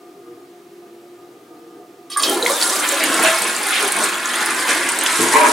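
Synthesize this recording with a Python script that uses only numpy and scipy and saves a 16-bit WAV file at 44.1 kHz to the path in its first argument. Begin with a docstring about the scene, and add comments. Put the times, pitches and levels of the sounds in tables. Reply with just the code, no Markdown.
"""A faint flow hums in the pipe of a small bathroom, heard from just above an open toilet tank. The handle
clacks in short, rough rings, the flapper lifts, and the fill valve squeals and hisses. Swarms of decaying
bubbles gurgle, splash and spit in the ringing porcelain tank, with plops on top. Noise through hollow,
wandering resonances becomes the drumming refill stream; near the end the bowl's siphon joins it with dull
thumps and a hollow gulping."""
import sys
import numpy as np
from scipy import signal
from scipy.fft import rfft, irfft, next_fast_len
from scipy.io import wavfile
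from scipy.ndimage import uniform_filter1d, map_coordinates

SR = 44100
rng = np.random.default_rng(int(sys.argv[2]) if len(sys.argv) > 2 else 0)


def store_wav(level_fs):
    """Save 16-bit WAV to argv[1]."""
    pcm = np.round(np.clip(np.atleast_2d(level_fs), -1, 1) * 32767)
    wavfile.write(sys.argv[1], SR, pcm.T.astype(np.int16))


N = 243431
T = np.arange(N) / SR  # time in seconds

# resonances of the pipe's air column: pitch_hz, width_hz, level_db
PIPE_MODES = [(349.9, 6.3, -3.5), (395.8, 7.5, -11.5), (468.4, 11, -15.5), (711, 25, -12), (1217, 23, -8.5)]
# level of the faint flow, its last value held to the end: time_s, level_db
TRICKLE_LEVEL = [(0.3, -43), (0.42, -45), (1.8, -42.5), (2.0, -44.5)]
# tone of the still room: freq_hz, level_db
ROOM_TONE = [(60, -33), (110, -8.5), (300, -1), (950, -10.5), (3500, -18), (16000, -25)]
# decay of the porcelain and walls: freq_hz, t60_s
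WALL_DECAY = [(200, 0.54), (1500, 0.21), (12000, 0.051)]
# tone of the stereo side signal, narrow in the bass and top treble: freq_hz, side_db
SIDE_TONE = [(200, -40), (600, -13.5), (2500, -4.5), (9000, -6), (13000, -29)]

# handle and lift arm contacts, relative levels: start_s, dull_knock_db, clink_db, bright_tick_db
HANDLE_CONTACTS = [(2.099, -34.5, -25.5, -24), (2.115, -45, -20, -27), (2.129, -38, -20, -32),
                   (2.161, -17, -47, -55), (2.171, -14, -26, -11.5), (2.194, -36, -19.5, -16),
                   (2.223, -22, -24, -6.5), (2.233, -25, -7, -26)]
# modes the contacts ring: pitch_hz, level_db, t60_s
LEVER_MODES = [(1120, -1.5, 0.12), (1197, 1, 0.12), (1610, -4.5, 0.053), (1970, -16, 0.19),
               (2610, -17, 0.064), (3260, -2, 0.046), (3790, -1, 0.039), (4480, -4, 0.076),
               (5210, -3.5, 0.061), (6020, -10, 0.093), (7300, -8.5, 0.03), (9030, -3, 0.081)]
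CONTACT_S, FIRM_DB = 0.001, -12.5  # rise time of a firm contact; lighter ones slide in more slowly
# friction at each contact: relative level, decay time, sharpness of its resonances
SCRAPE_DB, SCRAPE_S, SCRAPE_Q = 6, 0.019, 11.6

# strength of the running water, used relative to its mean: time_s, level_db
FLOW_LEVEL = [(2.28, -28.5), (2.34, -32), (2.54, -27.5), (2.66, -19.5), (3.08, -27.5), (3.36, -22.5),
              (4.23, -28.5), (4.45, -25), (4.95, -25.5), (5.24, -20.5), (5.5, -22.5)]
FLAPPER_S, OPEN_S = 2.16, 0.059  # when the flapper starts to lift, and how long it takes
GURGLE_DB, SPLASH_DB, SPRAY_DB = -31.5, -23, -25.5  # base levels at average flow
BUBBLES_FOLLOW = 0.46  # dB per dB of flow; the spray follows it fully
DRAIN_FROM_S, DRAIN_S = 2.608, 0.31  # the water level drops and lays the inlet stream bare
COARSE_COVERED_DB, FINE_COVERED_DB = -4, -10  # change in splashing while the tank is still full
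CHURN_DB, CHURN_PER_S = 0.8, 14  # each size of bubble comes and goes by chance: depth, knots a second
# the outlet gulps air and the whole tank surges: middle_s, length_s, rise_db
TANK_GLUGS = [(2.318, 0.23, 11), (2.467, 0.36, 4), (3.143, 0.47, 8), (3.273, 0.26, 5.5), (3.853, 0.16, 8),
              (4.013, 0.24, 6.5), (4.428, 0.047, 6), (4.726, 0.16, 7)]
GLUG_SHARE = 0.46  # share of that rise in the smaller bubbles
# the stream slaps the surface and small bubbles swell: middle_s, length_s, rise_db, bubble_pitch_hz
STREAM_SLAPS = [(2.502, 0.2, 6, 7500), (2.623, 0.078, 14, 4360), (2.847, 0.09, 7.5, 3230),
                (3.028, 0.2, 5.5, 2900), (3.275, 0.15, 4.5, 3000), (3.767, 0.16, 9, 3000),
                (4.029, 0.12, 5.5, 6460), (4.375, 0.22, 4.5, 2640), (4.702, 0.091, 7, 4330),
                (5.215, 0.084, 2.5, 8550), (5.333, 0.04, 8, 4060)]
SLAP_OCTAVES = 0.89  # spread of bubble pitch around each slap
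# tone of the big bubbles: freq_hz, level_db
GURGLE_TONE = [(30, -49), (130, -12), (290, -3), (480, -0.5), (650, 1.5), (850, -2), (1300, 11)]
# tone of the smaller bubbles: freq_hz, level_db
SPLASH_TONE = [(450, -36), (800, -5.5), (1750, -0.5), (3100, -3), (5200, -11.5), (9000, -16)]
# tone of the fine spray: freq_hz, level_db
SPRAY_TONE = [(2000, -35), (3600, -7), (5800, -6), (9000, -0.5), (10200, -2.5), (11800, -11.5),
              (16000, -28)]
# resonances of the air in the tank: pitch_hz, width_hz, level_db
TANK_MODES = [(326, 63, 4), (665, 170, -6), (1048, 53, 3), (1388, 210, -0.5), (1730, 23, 1.5)]

# squeals as the float drops: start_s, length_s, level_db, starting_pitch_hz
VALVE_SQUEALS = [(2.225, 0.11, -22, 3350), (2.505, 0.12, -25.5, 3790)]
SQUEAL_SAG_HZ_PER_S, SQUEAL_ROUGH_HZ = 3000, 87.8
# resonances of the fill valve's whistling hiss: pitch_hz, width_hz, level_db
VALVE_MODES = [(3210, 49, 4), (3810, 860, 0.5), (11600, 4500, -7.5)]

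# large bubbles: start_s, level_db, pitch_hz, t60_s, pitch_climb (share over that time; below 0 it falls)
LARGE_BUBBLES = [(2.29, -21, 383.6, 0.43, 0.5), (2.32, -19, 816, 0.23, -0.091),
                 (2.355, -15, 372, 0.15, -0.46), (2.426, -5, 4010, 0.017, -0.14),
                 (2.43, -17.5, 473, 0.19, 0.27), (2.462, 0.5, 2145, 0.016, -0.042),
                 (2.471, -15.5, 964, 0.11, 0.4), (2.497, -15.5, 1110, 0.18, 0.38),
                 (2.502, -11.5, 530, 0.097, 0.59), (2.724, -20, 1160, 0.42, 0.0027),
                 (2.922, -16, 543, 0.17, 0.094), (3.235, -16, 640, 0.5, 0.18), (5.427, -9, 920, 0.04, 0.05)]
WAVER, WAVER_PER_S = 0.014, 90  # typical share by which a bubble's pitch wavers, knots a second
SHED_COUNT, SHED_DB = 3, -10  # each sheds short-lived bubbles up to an octave higher, relative level
# drops bursting close by: start_s, peak_db (before placing), pitch_hz
BURSTING_DROPS = [(2.295, -8, 9800), (2.613, -8, 4260), (2.625, -3.5, 4440), (2.705, -12, 7800),
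                  (2.798, -11, 8590), (2.89, -4.5, 7800), (2.921, -8.5, 9500), (3.038, -5, 9600),
                  (3.42, -5.5, 8500), (3.564, -10.5, 7500), (3.668, -8.5, 9300), (3.826, -9, 8650),
                  (3.921, -6.5, 9000), (4.257, -10, 6560), (4.46, -6, 9200), (4.889, -6, 8800),
                  (4.988, -6, 8600), (5.036, -9, 10500), (5.062, -7, 3000)]
DROP_S, DROP_Q = 0.0036, 8.9  # decay time of the burst and sharpness of its ring

# hollow bands of the stream in the emptied tank: pitch_hz, width_hz, level_db
REFILL_MODES = [(341, 19, 3.5), (1068, 50, -3), (1620, 150, 2), (1930, 200, -2.5)]
REFILL_DB, REFILL_FROM_S, REFILL_RISE_S = -26.5, 3.94, 0.67  # level, when it sets in, how long it grows
WANDER_PER_S = 12  # how often the water's resonances change course

# gulping in the bowl, silent before the first point: time_s, level_db
SIPHON_LEVEL = [(5.17, -56), (5.2, -23), (5.31, -30.5), (5.345, -15), (5.44, -14.5), (5.52, -20)]
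# resonances of the emptying bowl: pitch_hz, width_hz, level_db
BOWL_MODES = [(295, 17, -4), (440, 26, -3.5), (598, 47, -6), (924, 61, 2.5), (1047, 81, -4),
              (1600, 120, -9), (2190, 600, -13.5)]
# air swallowed by the trap: start_s, level_db
TRAP_THUMPS = [(5.191, -14), (5.228, -17.5)]
# tone of each thump: freq_hz, level_db
THUMP_TONE = [(25, -36), (70, -13), (300, 3.5), (430, 13), (800, -31)]

TOP_HZ = 15900  # upper band limit


def amp(db):
    """Decibels to gain."""
    return 10 ** (np.asarray(db) / 20)


def unit(x):
    """Scale to rms 1."""
    return x / np.sqrt(np.mean(x ** 2) + 1e-20)


def along(points, hz):
    """Read a curve of (freq_hz, value) points on a log frequency axis."""
    f, v = np.transpose(points)
    return np.interp(np.log(hz + 1), np.log(f + 1), v)


def level_curve(points):
    """Read a curve of (time_s, level_db) points over the whole scene."""
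    return np.interp(T, *np.transpose(points))


def noise():
    """White noise for the whole scene."""
    return rng.standard_normal(N)


def wobble(rate):
    """A smooth random curve, rate knots a second."""
    return map_coordinates(rng.standard_normal(int(N * rate / SR) + 4), [T * rate])


def filtered(x, response):
    """Multiply the spectrum of x by a response of frequency."""
    size = next_fast_len(N + SR // 2)
    return irfft(rfft(x, size) * response(np.fft.rfftfreq(size, 1 / SR)), size)[..., :N]


def coloured(x, spectrum):
    """Shape x with a tone curve and bring it to rms 1."""
    return unit(filtered(x, lambda hz: amp(along(spectrum, hz))))


def resonate(x, modes):
    """Pass x through a bank of parallel resonances."""
    return filtered(x, lambda f: sum(amp(db) * 1j * f * w / (c * c - f * f + 1j * f * w)
                                     for c, w, db in modes))


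def peaked(x, hz, sharpness):
    """Pass a short sound through one narrow resonance."""
    return signal.lfilter(*signal.iirpeak(hz, sharpness, fs=SR), x)


def add(track, s, sound):
    """Mix a sound in at time s."""
    part = track[round(s * SR):][:len(sound)]
    part += sound[:len(part)]


def surge(s, length):
    """A smooth rise and fall (0-1) centred on time s."""
    return np.cos(np.pi * np.clip((T - s) / length, -.5, .5)) ** 2


def bubble(age, cycles, rise):
    """A bubble's ring over its life (age 0-1): it dies by 60 dB while its pitch glides by the share rise."""
    return np.sin(2 * np.pi * cycles * age * (1 + rise * age / 2)) * np.exp(-np.log(1000) * age)


def froth(rate, low_hz, high_hz, cycles, spread_db, rise, wash_db):
    """A swarm of bubbles of random pitch and strength on a noise wash of countless smaller ones."""
    when, pitch, size, ring = rng.random((int(rate * N / SR), 4)).T
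    hz = low_hz * (high_hz / low_hz) ** pitch
    turns = cycles * (.5 + ring)
    life = (turns / hz * SR).astype(int) + 1  # samples
    strength = hz * amp(-spread_db * np.log(np.maximum(size, .01)))
    # lay all lives end to end, then sum each sample at its place in time
    which = np.repeat(np.arange(len(hz)), life)
    step = np.arange(len(which)) - (np.cumsum(life) - life)[which]
    rings = strength[which] * bubble(step / life[which], turns[which], rise)
    swarm = np.bincount((when * N).astype(int)[which] + step, rings, N)[:N]
    # match the swarm's density within its band to the white wash
    return unit(swarm) * np.sqrt(SR / 2 / (high_hz - low_hz)) + amp(wash_db) * noise()


def wandering(x, share):
    """Moving water shifts every resonance in x slowly up and down by about a share of its pitch."""
    return map_coordinates(x, [np.arange(N) + share * np.cumsum(wobble(WANDER_PER_S))], mode="reflect")


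def echo(x):
    """Dense reflections from porcelain, walls and moving water: the pattern drifts, the treble dies first."""
    hz, t, z = signal.stft(rng.standard_normal((3, SR // 3)), SR, nperseg=256)
    decay = np.exp(-np.log(1000) * t / along(WALL_DECAY, hz)[:, None])
    tails = signal.istft(z * decay, SR, nperseg=256)[1]
    shares = np.array([wobble(3) for tail in tails])
    shares /= np.linalg.norm(shares, axis=0)
    wet = signal.fftconvolve(shares * x, tails / np.linalg.norm(tails[0]), axes=1).sum(0)
    return np.pad(wet, (SR // 500, 0))[:N]  # 2 ms later than the direct sound


def placed(x, wet_db, side_db, left_db=0):
    """Direct sound plus an echo in the middle, a second echo toned as the stereo side signal, and a tilt."""
    mid = (x + amp(wet_db) * echo(x)) / np.hypot(1, amp(wet_db))
    side = filtered(echo(x), lambda hz: amp(along(SIDE_TONE, hz) + side_db))
    return np.array([(mid + side) * amp(left_db / 2), (mid - side) * amp(-left_db / 2)])


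def pipe_hum():
    """A faint flow keeps the pipe's air column sounding over the still room."""
    hum = resonate(noise(), PIPE_MODES)
    hum = coloured(hum, [(80, -45), (280, 9.5), (1300, -9.5), (6000, -62)])
    swell = np.sqrt(np.abs(uniform_filter1d(hum ** 2, size=SR // 12)))
    steady_hum = hum / swell
    air = amp(-51.0) * coloured(noise(), ROOM_TONE)
    gain = amp(level_curve(TRICKLE_LEVEL) + 1.2 * wobble(10.27))
    return placed(gain * steady_hum + air, wet_db=-10.5, side_db=-1.0)


def handle():
    """Each contact rings the lever's low, middle and high modes at its own strengths and scrapes briefly."""
    track, t = np.zeros(N), T[:SR // 3]
    hz, mode_db, t60 = np.transpose(LEVER_MODES)[:, :, None]
    for s, knock_db, clink_db, tick_db in HANDLE_CONTACTS:
        blow = [(1700, knock_db), (3000, clink_db), (5000, clink_db), (7000, tick_db)]
        level = mode_db + along(blow, hz) + 2 * rng.standard_normal(hz.shape)
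        pitch = hz * (1 + 0.011 * rng.standard_normal(hz.shape))  # the loose parts seat differently each time
        tone = np.sin(2 * np.pi * (pitch * t + rng.random(hz.shape)))
        ring = amp(level) * np.exp(-np.log(1000) * t / t60) * tone
        friction = amp(SCRAPE_DB) * np.exp(-t / SCRAPE_S) * rng.standard_normal(len(t))
        scrape = sum(amp(db) * peaked(friction, f, SCRAPE_Q) for f, db in zip(hz.flat, level.flat))
        rise_s = CONTACT_S * amp(FIRM_DB - max(knock_db, clink_db, tick_db))
        add(track, s, amp(-2.0) * (ring.sum(0) + scrape) * (1 - np.exp(-t / rise_s)))
    return placed(track, wet_db=-3.0, side_db=-7.5, left_db=-2.0)


def slap_rise(size_hz):
    """Rise in dB of bubbles pitched at size_hz: a slap lifts most those near its own bubble pitch."""
    rise = np.zeros(N)
    for s, length, db, hz in STREAM_SLAPS:
        octaves = np.log2(size_hz / hz)
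        rise += db * surge(s, length) * np.exp(-(octaves / SLAP_OCTAVES) ** 2)
    return rise


def water_gains():
    """Gains of gurgle, coarse splash, fine splash and spray: flow, glugs, slaps and chance move them."""
    flow = level_curve(FLOW_LEVEL)
    flow = flow - flow[T > FLAPPER_S].mean()
    covered = 1 - np.clip((T - DRAIN_FROM_S) / DRAIN_S, 0, 1)
    glug = sum(db * surge(s, length) for s, length, db in TANK_GLUGS)
    gurgle = GURGLE_DB + BUBBLES_FOLLOW * flow + glug
    splash = SPLASH_DB + BUBBLES_FOLLOW * flow + GLUG_SHARE * glug
    coarse = splash + slap_rise(size_hz=1080) + COARSE_COVERED_DB * covered
    fine = splash + slap_rise(size_hz=2680) + FINE_COVERED_DB * covered
    spray = SPRAY_DB + flow + GLUG_SHARE * glug + slap_rise(size_hz=7800)
    opening = np.clip((T - FLAPPER_S) / OPEN_S, 0, 1) ** 2
    return [opening * amp(db + CHURN_DB * wobble(CHURN_PER_S)) for db in (gurgle, coarse, fine, spray)]


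def rush():
    """Big bubbles gurgle and smaller ones splash in the hollow tank; the inlet jet spits fine spray."""
    gurgle_gain, coarse_gain, fine_gain, spray_gain = water_gains()
    gurgle = froth(rate=400, low_hz=182.3, high_hz=896, cycles=27.0, spread_db=1.5, rise=0.31, wash_db=-22)
    splash = froth(rate=1900, low_hz=822, high_hz=4955, cycles=19.8, spread_db=3.0, rise=0.17, wash_db=-10)
    spray = froth(rate=2400, low_hz=3390, high_hz=14650, cycles=48, spread_db=4.5, rise=0.06, wash_db=5.0)
    gurgle = coloured(gurgle + resonate(gurgle, TANK_MODES), GURGLE_TONE)
    splash = coloured(splash + resonate(splash, TANK_MODES), SPLASH_TONE)
    spray = coloured(spray, SPRAY_TONE) * amp(1.48 * wobble(95))  # the jet spits in clumps
    gurgle = unit(placed(gurgle, wet_db=-6.0, side_db=-2.0))
    splash = unit(placed(splash, wet_db=-1.0, side_db=-4.5, left_db=-0.6))
    spray = unit(placed(spray, wet_db=-8.0, side_db=-3.0, left_db=-0.5))
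    fine = filtered(splash, lambda hz: hz ** 4 / (hz ** 4 + 1650 ** 4))  # highpass
    coarse = splash - fine
    return gurgle_gain * gurgle + coarse_gain * coarse + fine_gain * fine + spray_gain * spray


def squeal():
    """The valve's seal sings roughly and sags in pitch."""
    track = np.zeros(N)
    for s, length, db, hz in VALVE_SQUEALS:
        pitch = hz - SQUEAL_SAG_HZ_PER_S * np.clip(T - s, 0, length) + SQUEAL_ROUGH_HZ * wobble(500)
        envelope = np.sqrt(surge(s + length / 2, length))
        track += amp(db) * envelope * np.sin(2 * np.pi * np.cumsum(pitch) / SR)
    return placed(track, wet_db=-9, side_db=-9)


def valve():
    """The float drops and the fill valve opens with a whistling hiss that dies away as the stream settles."""
    age = np.maximum(T - 2.23, 0)  # seconds since the valve opened
    hiss = unit(resonate(noise(), VALVE_MODES))
    flutter_db = 2.5 * wobble(40)
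    gain = amp(-31.5 + flutter_db) * (1 - np.exp(-age / 0.0037)) * np.exp(-(age / 1.77) ** 2)
    return placed(gain * hiss, wet_db=-8.0, side_db=-16)


def plops():
    """Large bubbles swell, waver, glide in pitch and shed smaller ones; drops burst with a crisp tick."""
    track, t = np.zeros(N), T[:SR // 50]
    for s, db, hz, t60, rise in LARGE_BUBBLES:
        age = np.arange(int(t60 * SR)) / (t60 * SR)
        swell = 1 - np.exp(-age * t60 * hz)
        waver = WAVER * np.cumsum(wobble(WAVER_PER_S)[:len(age)]) / len(age)
        add(track, s, amp(db) * bubble(age + waver, hz * t60, rise) * swell)
        for delay, octave in rng.random((SHED_COUNT, 2)):
            shed = bubble(age, hz * t60 * 2 ** octave / 2, rise) * swell
            add(track, s + delay * t60 / 2, amp(db + SHED_DB) * shed[::2])  # half as long a life
    for s, db, hz in BURSTING_DROPS:
        tick = peaked(np.exp(-t / DROP_S) * rng.standard_normal(len(t)), hz, DROP_Q)
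        add(track, s, amp(db) * tick / np.abs(tick).max())
    return placed(track, wet_db=-8.5, side_db=-8.0, left_db=-1.5)


def refill():
    """Once the tank has drained, the inlet stream drums on in hollow, wandering bands."""
    stream = unit(wandering(resonate(noise(), REFILL_MODES), share=0.015))
    gain = amp(REFILL_DB + 2.2 * wobble(18)) * np.clip((T - REFILL_FROM_S) / REFILL_RISE_S, 0, 1)
    return placed(gain * stream, wet_db=-10.5, side_db=-7)


def siphon():
    """The trap swallows air with dull thumps and gulps through the emptying bowl's resonances."""
    gulps = froth(rate=1000, low_hz=185, high_hz=2360, cycles=14.0, spread_db=0, rise=0.16, wash_db=7.0)
    gulps = coloured(wandering(resonate(gulps, BOWL_MODES), share=0.022), [(60, -50), (220, 3)])
    started = T > SIPHON_LEVEL[0][0]
    track = gulps * amp(level_curve(SIPHON_LEVEL) + 1.3 * wobble(35)) * started
    t = T[:SR // 4]
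    for s, db in TRAP_THUMPS:
        thump = coloured(noise(), THUMP_TONE)[:len(t)]
        add(track, s, amp(db) * thump * np.exp(-t / 0.02) * (1 - np.exp(-t / 0.0028)))
    return placed(track, wet_db=-4.5, side_db=1)


def scene():
    """Hum, handle, rushing water, valve squeal and hiss, plops, refill and siphon."""
    return pipe_hum() + handle() + rush() + squeal() + valve() + plops() + refill() + siphon()


def record(dry):
    """Flatten peaks at full scale, then remove everything above the band limit."""
    return filtered(np.clip(dry, -1, 1), lambda hz: hz < TOP_HZ)


dry = scene()
out = record(dry)
store_wav(out)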